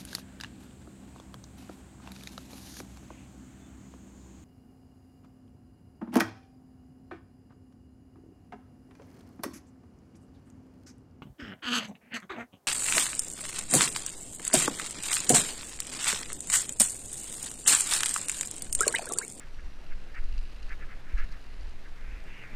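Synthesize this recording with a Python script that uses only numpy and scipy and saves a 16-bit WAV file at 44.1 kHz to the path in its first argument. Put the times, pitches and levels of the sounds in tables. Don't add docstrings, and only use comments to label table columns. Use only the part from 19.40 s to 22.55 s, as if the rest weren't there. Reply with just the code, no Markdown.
import sys
import numpy as np
from scipy import signal
from scipy.io import wavfile
from scipy.ndimage import uniform_filter1d

SR = 44100
rng = np.random.default_rng(int(sys.argv[2]) if len(sys.argv) > 2 else 0)


def linear_from_db(decibels):
    return 10 ** (np.asarray(decibels, float) / 20)


def int16_out(signal):
    q = np.round(np.clip(np.atleast_2d(signal).T, -1, 1) * 32767)
    wavfile.write(sys.argv[1], SR, q.astype(np.int16))


N = 138915
T = np.arange(N) / SR


def evened(x):
    return x / np.sqrt(np.mean(x ** 2) + 1e-20)


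def along(rows, count):
    rows = np.array(rows)
    return np.interp(T, rows[:, 0], rows[:, count])


def smoothed_power(x, size):
    return uniform_filter1d(uniform_filter1d(x ** 2, size=size), size=size)


def noise(shape, size, patchy_db, flicker_db):
    frames, bin_hz = 4 * N // size + 5, np.fft.rfftfreq(size, 1 / SR)
    real, imag, c = rng.standard_normal((frames, len(bin_hz), 3)).T
    patches = evened(uniform_filter1d(uniform_filter1d(c, size=12, axis=0), size=8, axis=1))
    shape_hz, shape_db = np.transpose(shape)
    colour_db = np.interp(np.log(bin_hz + 1), np.log(shape_hz + 1), shape_db, -100, -140)[:, None]
    level_db = colour_db + patchy_db * patches + flicker_db * rng.standard_normal(frames)
    spectra = (real + 1j * imag) * linear_from_db(level_db)
    return evened(signal.istft(spectra, nperseg=size, noverlap=3 * size // 4)[1][:N])


def resonate(x, hz, width_hz):
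    turn = np.exp(2j * np.pi * np.cumsum(hz * np.ones(len(x))) / SR)
    r = np.exp(-np.pi * width_hz / SR)
    shifted = x / turn + 1e-18
    return 2 * (turn * signal.lfilter([(1 - r) ** 2], [1, -2 * r, r * r], shifted)).real


def clicks(per_s, spread_db):
    chance, size, sign = rng.random(N), rng.exponential(1, N), rng.choice([-1., 1.], N)
    return sign * linear_from_db(spread_db * np.minimum(size, 4)) * (chance < per_s / SR)


def creak(gain, centre_hz, body):
    def ring(x):
        out = 0
        for n, (ratio, width_hz, db) in enumerate(body):
            out = out + (-1) ** n * linear_from_db(db) * resonate(x, centre_hz * ratio, width_hz)
        return out

    slips = clicks(per_s=2600, spread_db=2.5)
    force = np.sqrt(smoothed_power(ring(slips), size=600))
    return ring(gain * slips / force)


# (time [s], level [dB])
GUSTS = [(0, -46.5), (.25, -35), (.45, -44.5), (.6, -37), (.72, -41.5), (.9, -33.5), (1.05, -35),
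         (1.15, -43), (1.27, -33.5), (1.5, -38), (1.63, -38.5), (1.8, -40.5), (1.92, -35.5), (2.0, -43),
         (2.25, -36), (2.5, -40), (2.75, -35.5), (3.1, -49)]
# (frequency [Hz], density [dB per Hz])
WIND_COLOUR = [(7.1, 2), (12, 12.5), (22, 0.5), (31, -7), (56, -7), (86, -45.5), (110, -65.5), (140, -92),
               (240, -120)]


def wind():
    air = noise(WIND_COLOUR, size=8192, patchy_db=.1, flicker_db=.1)
    air = air / np.sqrt(smoothed_power(air, size=5000) + .05)
    return linear_from_db(along(GUSTS, count=1) + 4.0) * air


# (frequency [Hz], density [dB per Hz])
ROAD_COLOUR = [(75, 0), (350, -10), (1050, -16.5), (1700, -15), (2700, -20), (3400, -23), (4700, -26.5),
               (15000, -44.5)]
# (time [s], level [dB])
ROLL = [(0.0, -56.5), (0.76, -55), (1.05, -57.5), (1.51, -52.5), (2.26, -55.5), (3.15, -48.5)]


def tyres():
    roll_db = along(ROLL, count=1)
    level_db = -54 + 0.3 * (roll_db - roll_db.mean())
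    return linear_from_db(level_db) * noise(ROAD_COLOUR, size=1024, patchy_db=0.77, flicker_db=1.08)


# (middle [s], length [s], level [dB], centre [Hz])
SQUEAKS = [(0.017, 0.12, -55, 1760), (.193, .04, -51.5, 1750), (0.522, 0.058, -51.5, 1740),
           (0.694, 0.074, -60, 1770), (0.766, 0.096, -44, 1820), (0.829, 0.048, -58, 1710),
           (1.314, 0.087, -43.5, 1735), (1.424, 0.087, -48, 1740), (1.513, 0.12, -50.5, 1750),
           (1.7, 0.21, -54.5, 1760), (1.787, 0.068, -42.5, 1700), (1.822, 0.087, -46.5, 1850),
           (1.93, 0.17, -56.5, 1680), (2.459, 0.061, -54, 1610)]
# (ratio to centre [1], width [Hz], level [dB])
HOUSING = [(.77, 360, -4), (.98, 320, 0), (1.22, 420, -4), (1.5, 550, -12)]


def squeaks():
    lean, gain = 1.35, 0
    for middle_s, length_s, db, _ in SQUEAKS:
        progress = np.clip((T - middle_s) / length_s + 0.56, 0, 1)
        gain = gain + linear_from_db(db) * np.sin(np.pi * progress ** lean) ** 2
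    return creak(gain, along(SQUEAKS, count=3), HOUSING)


# (frequency [Hz], level [dB], t60 [s])
MODES = [(2695, 7, 0.009), (3970, 1, .012), (4400, -4.5, 0.023), (4850, -4, 0.023), (5700, -7, 0.017),
         (6500, -10.5, 0.011), (7330, -9.5, 0.0054), (8600, -15, 0.0094), (9750, -23.5, 0.0049),
         (11100, -17.5, 0.0077)]
# (time [s], level [dB])
RATTLE = [(0, -65), (.7, -64.5), (.9, -58), (1.3, -60), (1.6, -73), (1.765, -61.5), (1.785, -52),
          (1.83, -60.5), (2.3, -62.5), (3.15, -79)]


def rattle():
    t, variants, per_s = np.arange(800) / SR, 12, 900
    hz, db, t60_s = np.transpose(MODES)[:, :, None]
    phase, off, size = rng.random((3, variants, len(MODES), 1))
    detune = .07 * np.log2(hz / 2300) * (2 * off - 1)
    decay = linear_from_db(db + 8 * size - 80 * t / t60_s)
    rings = (decay * np.sin(2 * np.pi * (hz * (1 + detune) * t + phase))).sum(1)
    fine = sum(signal.oaconvolve(clicks(per_s / variants, spread_db=3.5), ring)[:N] for ring in rings)
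    return linear_from_db(along(RATTLE, count=1) - 3) * evened(fine)


# (middle [s], length [s], level [dB], frequency [Hz])
WHISTLES = [
    (0.197, 0.99, -76, 5780),
    (2.974, 0.14, -79, 5770),
]


def bearing():
    out = 0
    for middle_s, length_s, db, hz in WHISTLES:
        swell = np.cos(np.pi * np.clip((T - middle_s) / length_s, -.5, .5))
        out = out + linear_from_db(db) * swell * evened(resonate(rng.standard_normal(N), hz, width_hz=280.0))
    return out


# (frequency [Hz], level [dB])
WHINE = [(10000, -106), (12000, -102)]


def whine():
    return sum(linear_from_db(db) * np.sin(2 * np.pi * hz * T) for hz, db in WHINE)


# (time [s], peak [dB], loudest region [Hz])
TICKS = [(.07, -58, 2900), (0.144, -48.5, 2590), (.464, -47, 3000), (.75, -50, 4500), (0.84, -49.5, 5500),
         (0.926, -47, 2700), (.979, -39.5, 3560), (1.061, -55, 4300), (1.098, -51, 3300),
         (1.149, -54, 7000), (1.228, -42.5, 3920), (1.292, -48, 4600), (1.778, -48, 5500),
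         (1.787, -50, 6000), (1.796, -49, 6000), (1.842, -47, 5100), (1.916, -49.5, 5600),
         (1.923, -45, 5700), (2.024, -54, 3500), (2.063, -52, 4000), (2.209, -48.5, 4900),
         (2.269, -49, 4850), (2.294, -51, 8000), (2.802, -50, 4400), (2.839, -53, 8600)]


def ticks():
    t, out = np.arange(2000) / SR, np.zeros(N + 2000)
    hz, _, t60_s = np.transpose(MODES)[:, :, None]
    fall_db_per_oct2, attack_s = 8.0, 0.0012
    mix = rng.standard_normal((len(TICKS), 2, len(MODES), 1))
    for (start_s, peak_db, top_hz), (vary, detune) in zip(TICKS, mix):
        region_db = 10.0 * (hz < 3000) - fall_db_per_oct2 * np.log2(hz / top_hz) ** 2
        decay = linear_from_db(0.75 * vary + region_db - 60 * t / t60_s)
        modes = decay * np.sin(2 * np.pi * hz * (1 + 0.016 * detune) * t + 3 * vary)
        tick = modes.sum(0) * np.minimum(t / attack_s, 1)
        out[round(start_s * SR):][:2000] += linear_from_db(peak_db) * tick / abs(tick).max()
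    return out[:N]


# (time [s], push [dB], sign [1], length [s])
JOLTS = [(0.524, -24, 1, 0.071), (0.553, -26.5, -1, 0.035), (0.804, -20.5, 1, 0.034),
         (0.846, -17.5, -1, 0.055), (0.896, -20.5, -1, 0.035), (0.943, -27.5, -1, 0.019),
         (0.996, -21.5, -1, 0.032), (1.747, -20, -1, 0.018), (1.763, -20.5, 1, 0.031),
         (1.802, -19.5, 1, 0.066), (1.837, -23.5, -1, 0.021), (3.16, -27, 1, 0.071)]


def jolts():
    out = np.zeros(N)
    for middle_s, db, sign, length_s in JOLTS:
        u = (T - middle_s) / (length_s / 3)
        out += np.sign(sign) * linear_from_db(db) * (1 - 0.7 * u ** 2) * np.exp(-u ** 2 / 2)
    return out


# (time [s], level [dB], centre [Hz])
RUB = [(2.5, -70, 1760), (2.6, -58.5, 1870), (2.74, -55.5, 2300), (2.85, -62, 2140), (2.875, -53, 2260),
       (3.0, -52, 2480), (3.04, -47.5, 2190), (3.075, -53.5, 1860), (3.15, -54, 2230)]
# (ratio to centre [1], width [Hz], level [dB])
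RUBBED = [(.72, 600, -4), (.92, 550, -1), (1.15, 420, 0)]


def rub():
    fade_in = np.clip((T - RUB[0][0]) * 20, 0, 1)
    return creak(linear_from_db(along(RUB, count=1)) * fade_in, along(RUB, count=2), RUBBED)


def scene():
    mix = wind() + tyres() + squeaks() + rattle() + bearing() + ticks() + jolts() + rub()
    return mix[None]


# (start [s], end [s])
GAPS = [(.18, .27), (.37, .41), (.5, .65), (.78, .86), (.91, 1.03), (1.06, 1.09), (1.18, 1.25),
        (1.44, 1.48), (1.61, 1.65), (1.74, 1.78), (2.14, 2.33)]


def top_band_dropouts(x):
    low = signal.oaconvolve(x, signal.firwin(511, 12900, fs=SR)[None], "same")
    shut = uniform_filter1d(sum(1. * (T > start_s) * (T < end_s) for start_s, end_s in GAPS), size=600)
    return x - shut * (x - low)


def band_limit(x):
    return signal.sosfilt(signal.butter(12, 15070, fs=SR, output="sos"), x)


def record(dry):
    mix = top_band_dropouts(dry + whine())
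    return band_limit(mix)


dry = scene()
out = record(dry)
int16_out(out)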